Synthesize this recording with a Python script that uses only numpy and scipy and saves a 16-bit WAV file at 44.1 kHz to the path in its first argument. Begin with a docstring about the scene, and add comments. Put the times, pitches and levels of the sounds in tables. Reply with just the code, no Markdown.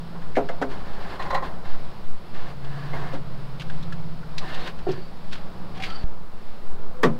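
"""Boatbuilding in a garden

A stick rubs, knocks and chatters on plywood and in a plastic cup (friction noise, struck modes), then a
hammer lands one blow on the hull. A far engine slows and speeds up (harmonics of its cycle), a dove coos
(sines), traffic and leaves hiss (coloured noise) and wind sways the microphone (slow resonant noise).
At a splice the engine and the rubbing cut off and a pressure jump thumps."""
import sys
import numpy as np
from scipy.fft import rfft, irfft, next_fast_len
from scipy.io import wavfile
from scipy.ndimage import uniform_filter1d, map_coordinates

SR = 44100
rng = np.random.default_rng(int(sys.argv[2]) if len(sys.argv) > 2 else 0)


def int16_out(signal):
    """Quantize to a 16-bit WAV file."""
    q = np.round(np.clip(np.atleast_2d(signal).T, -1, 1) * 32767)
    wavfile.write(sys.argv[1], SR, q.astype(np.int16))


N = 317079
# The splice: t/s, pressure jump/full scale before its smoothing
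SPLICE_POINT = (6.041, 0.3)


def amp(db):
    """Level law: decibels to an amplitude ratio."""
    return 10 ** (np.asarray(db) / 20)


def unit(x):
    """Normalisation to a root-mean-square value of 1."""
    return x / np.sqrt(np.mean(x ** 2) + 1e-20)


def along(points, hz):
    """Spectral envelope: (f/Hz, value) points joined on a logarithmic frequency axis."""
    f, v = np.transpose(points)
    return np.interp(np.log(hz + 1), np.log(f + 1), v)


def curves(rows):
    """Linear interpolation in time: one value per sample for each column after t/s."""
    s, *cols = np.transpose(rows)
    return [np.interp(np.arange(N) / SR, s, c) for c in cols]


def wobble(rate):
    """Slow random modulation: a smooth curve through random knots, rate of them a second."""
    knots = rng.standard_normal(int(N * rate / SR) + 4)
    return map_coordinates(knots, [np.arange(N) * rate / SR])


def filtered(x, response):
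    """Linear filtering: the spectrum of x times a complex response of frequency."""
    m = next_fast_len(len(x) + 8192)
    return irfft(rfft(x, m) * response(np.fft.rfftfreq(m, 1 / SR)), m)[:len(x)]


def peak(f, hz, width):
    """Damped oscillator: a causal resonance of gain 1 at its centre."""
    return 1j * f * width / (hz * hz - f * f + 1j * f * width)


def before_splice():
    """Gating: 1 until the splice, 0 after it."""
    return np.arange(N) < SPLICE_POINT[0] * SR


def swell(start, end):
    """Amplitude envelope: a rounded rise and fall between two times in seconds."""
    phase = np.clip((np.arange(N) / SR - start) / (end - start), 0, 1)
    return np.abs(np.sin(np.pi * phase)) ** 0.42


def traffic_and_leaves():
    """Broadband noise from many incoherent sources, coloured by frequency and slightly unsteady."""
    # Mean levels: t/s, traffic level/dB (in 250-1500 Hz), leaves level/dB
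    garden_levels = [(0, -45.5, -52.5), (1.5, -44, -54.5), (2.1, -47.5, -54.5), (4, -45.5, -52),
                     (6.03, -46, -54.5), (6.05, -47, -57.5), (7.19, -46.5, -55.5)]
    # Traffic spectrum: f/Hz, relative level per Hz/dB
    traffic_colour = [(12, -23), (25, -27), (40, -26.5), (70, -30), (110, -40.5), (170, -29.5), (260, -38),
                      (450, -39), (1000, -41.5), (1400, -46), (1700, -53.5), (3000, -78.5), (6000, -80.5)]
    # Leaf spectrum: f/Hz, relative level per Hz/dB
    leaf_colour = [(800, 0), (1800, 3.5), (3000, 0), (4400, 0), (5300, -4), (6000, -19), (9000, -21),
                   (16000, -29)]
    traffic_db, leaves_db = curves(garden_levels)
    far = filtered(rng.standard_normal(N), lambda hz: amp(along(traffic_colour, hz)))
    far = far / np.std(filtered(far, lambda hz: (hz > 250) * (hz < 1500)))
    leaves = unit(filtered(rng.standard_normal(N), lambda hz: amp(along(leaf_colour, hz))))
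    traffic = amp(traffic_db + 1.1 * wobble(4.115)) * far
    return traffic + amp(leaves_db + 1.1 * wobble(5.6)) * leaves


def microphone_sway():
    """Random excitation of a slow resonance: wind sways the microphone; the splice jumps its swing."""
    sway = filtered(rng.standard_normal(N), lambda hz: peak(hz, 2.41, 1.37) / (1 + (hz / 7) ** 3))
    t = np.maximum(np.arange(N) / SR - SPLICE_POINT[0], 0)
    # the sway is elsewhere in its swing after the splice
    jump = SPLICE_POINT[1] * (1 - np.exp(-t / 0.0018)) * np.exp(-t / 0.083)
    return amp(-19.5) * unit(sway) + jump


def dove():
    """Nearly pure tones: two soft sines from far off, gently wavering in level and phase."""
    # Coos: start t/s, end t/s, f/Hz, mean level/dB
    coos = [(6.678, 6.934, 407, -47.5), (6.938, 7.19, 505, -41)]
    out = np.zeros(N)
    for start, end, hz, db in coos:
        tone = np.sin(2 * np.pi * hz * np.arange(N) / SR + 0.45 * wobble(7.3))
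        out += amp(db + 1.5 * wobble(12)) * swell(start, end) * tone
    return out


def engine():
    """Harmonic series: multiples of the engine cycle, each wavering, shaped by the exhaust."""
    # Engine cycle: t/s, f/Hz
    cycle = [(0, 18.4), (.4, 18.2), (.85, 16.7), (2.7, 15.4), (3, 15.5), (4.15, 17.3), (5, 18.2),
             (5.8, 19.4), (6.03, 19.5)]
    # Engine loudness: t/s, relative level/dB
    loudness = [(0, -39), (.45, -43.5), (.9, -48), (2.2, -49), (2.6, -41.5), (3, -34), (3.42, -39),
                (3.95, -33.5), (4.6, -43), (5.4, -44.5), (5.8, -37.5), (6.03, -44)]
    # Exhaust colour: f/Hz, gain/dB
    exhaust = [(30, -44), (80, -14), (105, -17), (125, -3.5), (190, -12.5), (220, -24.5), (400, -21)]
    cycle_hz, = curves(cycle)
    level_db, = curves(loudness)
    turn = 2 * np.pi * np.cumsum(cycle_hz) / SR
    # the ninth multiple carries best at first, later the tenth
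    best_multiple = 8.93 + 0.13 * np.arange(N) / SR
    orders = np.zeros(N)
    for k in range(2, 14):
        gain = amp(along(exhaust, k * cycle_hz)) + np.exp(-((k - best_multiple) / 0.67) ** 2)
        waver = amp(2.5 * wobble(2.59))
        orders += gain * waver * np.sin(k * turn + 0.79 * wobble(4) + rng.uniform(0, 2 * np.pi))
    return amp(level_db - 2.5) * orders * before_splice()


def squeaks():
    """Friction-excited resonance: the stick sings along an edge in narrow bands of noise."""
    # Squeaks: start t/s, end t/s, f/Hz, mean level/dB
    songs = [(2.7, 2.92, 1700, -54), (4.43, 4.62, 750, -46), (4.43, 4.62, 1800, -48),
             (4.47, 4.7, 2750, -52), (4.5, 4.7, 3720, -53), (4.6, 4.7, 4340, -52), (4.89, 4.99, 1770, -50),
             (4.82, 5.1, 4550, -58), (5.77, 5.86, 780, -42), (5.885, 5.99, 1340, -43),
             (5.86, 6.0, 3100, -54), (5.85, 6.04, 4550, -54), (5.885, 5.905, 4550, -44),
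             (5.922, 5.937, 4600, -45), (5.948, 5.972, 4600, -44)]
    out = np.zeros(N)
    for start, end, hz, db in songs:
        band = filtered(rng.standard_normal(N), lambda f: peak(f, hz, 0.065 * hz) ** 2)
        out += amp(db + 2.1 * wobble(50)) * swell(start, end) * unit(band)
    return out


def scratches():
    """Transient friction: decaying grit of the stick's edge, one broad resonance and a wider hiss."""
    # Scratches: t/s, level/dB before rise and decay, centre f/Hz, relative hiss level/dB
    bursts = [(0.2177, -40.5, 1720, -11), (0.353, -29, 2040, -14), (0.363, -26, 2020, -12),
              (0.487, -28, 1580, -14), (0.622, -20.5, 1500, -18), (0.7165, -39, 1450, -8),
              (1.222, -34, 2200, -2), (2.646, -42, 1710, -1), (3.5967, -32, 2400, 22),
              (3.607, -36, 2400, 15), (3.6172, -33, 1620, -3), (3.6973, -34.5, 1620, -9.5),
              (3.8267, -38, 3670, -15), (3.923, -31.5, 1600, -10), (4.2297, -41, 1590, -24),
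              (4.3796, -24.5, 3860, -2.5), (4.544, -33, 1740, 8), (4.6718, -30, 1910, -2),
              (4.788, -37, 1610, -10), (4.915, -38.5, 4540, -3), (5.328, -30.5, 1710, -2),
              (5.3512, -37, 1710, -2), (5.374, -43, 2360, -10), (5.757, -44, 3020, -10),
              (5.774, -39, 1490, 0), (5.8, -33, 2160, -6), (5.822, -27.5, 2180, -1), (5.835, -22, 2300, -7),
              (5.9, -33.5, 3020, 4)]
    rise_s, t60_s = 0.0018, 0.058
    out, t = np.zeros(N + SR), np.arange(SR // 4) / SR
    for s, db, hz, hiss_db in bursts:
        def colour(f):
            bands = peak(f, hz, 0.37 * hz) ** 2 + amp(hiss_db) * peak(f, 2750, 2200) ** 2
            return bands / (1 + 1j * f / 7000)
        grit = unit(filtered(rng.standard_normal(len(t)), colour))
        out[round(s * SR):][:len(t)] += amp(db - 60 * t / t60_s) * (1 - np.exp(-t / rise_s)) * grit
    return out[:N]


def stroke(start, end, first_db, last_db):
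    """Pressure envelope: a quick rise, a steady change of level, a quick fall."""
    rise_s, fall_s = 0.032, 0.05
    t = np.arange(N) / SR
    shape = np.clip(np.minimum((t - start) / rise_s, (end - t) / fall_s) + 1, 0, 1)
    return shape ** 2 * amp(np.interp(t, [start, end], [first_db, last_db]))


def grit_noise():
    """Random contact: dense grains of noise with fast and slower unevenness."""
    return rng.standard_normal(N) * amp(0.5 * wobble(300) + 1.4 * wobble(40))


def rubbing():
    """Sliding friction: uneven grains shake the plywood's resonances and hiss at its edge."""
    # Strokes: start t/s, end t/s, first level/dB, last level/dB, edge level over wood/dB before a common gain
    drags = [(0.707, 0.767, -41, -43.5, -12.5), (0.798, 1.157, -46.5, -40.5, -12.5),
             (1.216, 1.304, -35, -42.5, -15), (1.445, 1.55, -35, -51, -16), (1.656, 1.754, -42.5, -46, -13),
             (2.349, 2.514, -44, -45, -10.5), (2.634, 2.917, -46.5, -42.5, -15),
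             (2.947, 3.095, -36, -39.5, -16), (3.126, 3.162, -41, -42, -13),
             (4.417, 4.532, -41, -37.5, -12), (4.546, 4.694, -40, -39.5, -9.5),
             (4.896, 4.993, -41, -52.5, -8.5), (5.331, 5.39, -46, -57, 0), (5.753, 5.81, -45, -48, -11),
             (5.829, 5.864, -44, -42.5, -1), (5.886, 6.04, -44.5, -49, -10)]
    # Rubbed plywood: f/Hz, bandwidth/Hz, relative level/dB
    plywood = [(370, 250, 6.5), (751, 122, 11.5), (1056, 190, 8), (1743, 270, 5.5), (2126, 64, 2.5)]
    # Edge hiss: f/Hz, relative level per Hz/dB
    edge_colour = [(880, -49), (1500, -1), (1700, -4.5), (2720, -1), (3950, -4), (4530, -4), (6250, -21),
                   (15500, -36)]

    def wood_response(f):
        total = amp(-14.0) * peak(f, 960, 780)
        for k, (hz, width, db) in enumerate(plywood):
            total = total + (-1) ** k * amp(db) * peak(f, hz, width)  # alternate signs
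        return total

    on_wood, on_edge = np.zeros(N), np.zeros(N)
    for start, end, first_db, last_db, edge_db in drags:
        pressure = stroke(start, end, first_db, last_db)
        on_wood += pressure
        on_edge += pressure * amp(edge_db)
    wood = unit(filtered(grit_noise(), wood_response))
    edge = unit(filtered(grit_noise(), lambda hz: amp(along(edge_colour, hz))))
    return (on_wood * wood + on_edge * amp(5.0) * edge) * before_splice()  # common edge gain, dB


def blows(events, modes, noise_db, contact_s, swell_s, centre_hz, blur, t60):
    """Modal synthesis of impacts: decaying modes, a broad rattle and a treble crack; low modes swell slowly."""
    out, t = np.zeros(N + SR), np.arange(SR // 3) / SR
    hz, level_db, die = np.transpose(modes)[:, :, None]
    die_s = die * t60 / die.mean()  # the mean decay becomes t60, in seconds
    mode_rise = (1 - np.exp(-t / (contact_s + swell_s * (200 / hz) ** 2))) ** 2
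    contact_rise = (1 - np.exp(-t / contact_s)) ** 2
    for s, db, crack_db, tilt_db in events:
        scatter_db = rng.normal(0, 2, hz.shape)  # no two blows ring a mode alike
        strength_db = level_db + tilt_db * np.log2(hz / centre_hz) + scatter_db
        wander = uniform_filter1d(rng.standard_normal((len(modes), len(t))), size=24, axis=1)
        drift = np.cumsum(wander, axis=1) * blur * np.sqrt(hz / 1000)  # loose joints blur each mode
        vibration = np.sin(2 * np.pi * hz * t + drift)
        ring = (amp(strength_db - 60 * t / die_s) * mode_rise * vibration).sum(axis=0)
        rattle = unit(filtered(rng.standard_normal(len(t)), lambda f: peak(f, centre_hz, centre_hz) ** 2))
        rattle = rattle * amp(-60 * t / (0.8 * t60))
        crack = unit(filtered(rng.standard_normal(len(t)),
                              lambda f: peak(f, 3770, 4800) ** 2 / (1 + 1j * f / 7000) ** 3))
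        crack = crack * (amp(-60 * t / (0.42 * t60)) + 0.066 * amp(-60 * t / t60))  # fast decay and faint tail
        noise = contact_rise * (amp(noise_db) * rattle + amp(crack_db) * crack)
        # the first touch snaps up to the highest treble
        snap = amp(crack_db - 1 - 60 * t / 0.012) * (1 - np.exp(-t / 0.0015)) ** 2
        noise += snap * rng.standard_normal(len(t))
        out[round((s - contact_s) * SR):][:len(t)] += amp(db) * (ring / np.abs(ring).max() + noise)
    return out[:N]


def cup_scrapes():
    """Struck shell: short contacts ring the plastic cup's modes; the first comes as a hand picks the cup up,
    the rest from the stick."""
    # Contacts: t/s, ring peak level/dB, crack level over ring/dB, tilt/dB per octave
    contacts = [(4.867, -17, -50, -1), (4.889, -18, -30, -6), (4.928, -25.5, -28, -5.5),
                (4.975, -30, -30, -11)]
    # Cup modes: f/Hz, relative level/dB, relative decay time
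    cup_modes = [(148.3, -1, 0.13), (237, -13, 0.094), (373.6, 0.5, 0.2), (466, -6, 0.087),
                 (742, -2.5, 0.06), (1376, -20, 0.23), (1800, -25, 0.087)]
    return blows(contacts, cup_modes, noise_db=-15, contact_s=0.0009, swell_s=0.006,
                 centre_hz=510, blur=0.07, t60=0.1)


def stick_chatter():
    """Repeated impact: the stick bounces on the frames and rings its own modes."""
    # Bounces: t/s, ring peak level/dB, crack level over ring/dB, tilt/dB per octave
    bounces = [(0.149, -34.5, -25, -4), (1.196, -22.5, -24, 4), (1.257, -25.5, -19, 0),
               (1.306, -19.5, -16, 3.5), (1.33, -19, -34, -12), (1.347, -13.5, -15, 4),
               (1.374, -22.5, -32, -6), (1.425, -22.5, -29, 0.5)]
    # Stick modes: f/Hz, relative level/dB, relative decay time
    stick_modes = [(547, 3.5, 0.077), (740, -2, 0.15), (826, 3.5, 0.073), (1046, 6.5, 0.14),
                   (1413, -5, 0.044), (1846, -5, 0.077), (1933, -6.5, 0.15), (3560, -22.5, 0.097),
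                   (4050, -18, 0.1)]
    return blows(bounces, stick_modes, noise_db=-9.0, contact_s=0.0035, swell_s=0.0026,
                 centre_hz=1130, blur=0.073, t60=0.12)


def frame_knocks():
    """Struck structure: knocks of the stick ring the modes of the hull's frames."""
    # Knocks: t/s, ring peak level/dB, crack level over ring/dB, tilt/dB per octave
    strikes = [(0.369, -12, -46, 0.5), (0.493, -23.5, -38, 6.5), (0.615, -15.5, -29, -2.5),
               (2.933, -25.5, -30, 8), (3.133, -26.5, -18, -3.5)]
    # Frame modes: f/Hz, relative level/dB, relative decay time
    frame_modes = [(270.5, -4, 0.23), (400, -3, 0.26), (523.7, 1.5, 0.16), (694.6, 0, 0.19),
                   (922.5, -6.5, 0.16), (1090, -23, 0.16), (1404, -15, 0.093), (2083, -14.5, 0.087)]
    return blows(strikes, frame_modes, noise_db=-6.5, contact_s=0.0016, swell_s=0.0013,
                 centre_hz=590, blur=0.08, t60=0.2)


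def hammer():
    """Struck plate: one blow rings the big panel, whose lowest modes bloom late."""
    # Blow: t/s, ring peak level/dB, crack level over ring/dB, tilt/dB per octave
    blow = [(7.0335, -6.5, -16, 0)]
    # Panel modes: f/Hz, relative level/dB, relative decay time
    panel_modes = [(144, -5, 0.41), (169.2, -0.5, 0.31), (236.4, -2, 0.37), (322, -11.5, 0.34),
                   (379, -1.5, 0.22), (447, 7, 0.11), (579, -7.5, 0.24), (710, -13, 0.23), (855, -23, 0.19),
                   (1053, -7, 0.19), (1125, -4.5, 0.14), (1263, -9, .13), (1510, -37, 0.067),
                   (1740, -4.5, 0.08), (1900, 0, 0.074), (2450, -24, 0.18), (3300, -15, 0.086)]
    return blows(blow, panel_modes, noise_db=-12, contact_s=0.0032, swell_s=0.011,
                 centre_hz=1230, blur=0.092, t60=0.18)


def scene():
    """Superposition: the garden, the far engine and dove, the stick and the hammer add linearly."""
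    background = traffic_and_leaves() + microphone_sway() + dove() + engine()
    friction = squeaks() + scratches() + rubbing()
    impacts = cup_scrapes() + stick_chatter() + frame_knocks() + hammer()
    return (background + friction + impacts)[None]


def record(dry):
    """Band limitation: the microphone adds steady hiss and nothing is kept above the top frequency."""
    top_hz = 15750
    hiss = amp(-66.0) * unit(filtered(rng.standard_normal(N), lambda hz: 1 / (1 + hz / 12000)))
    return filtered(dry[0] + hiss, lambda hz: hz < top_hz)[None]


dry = scene()
out = record(dry)
int16_out(out)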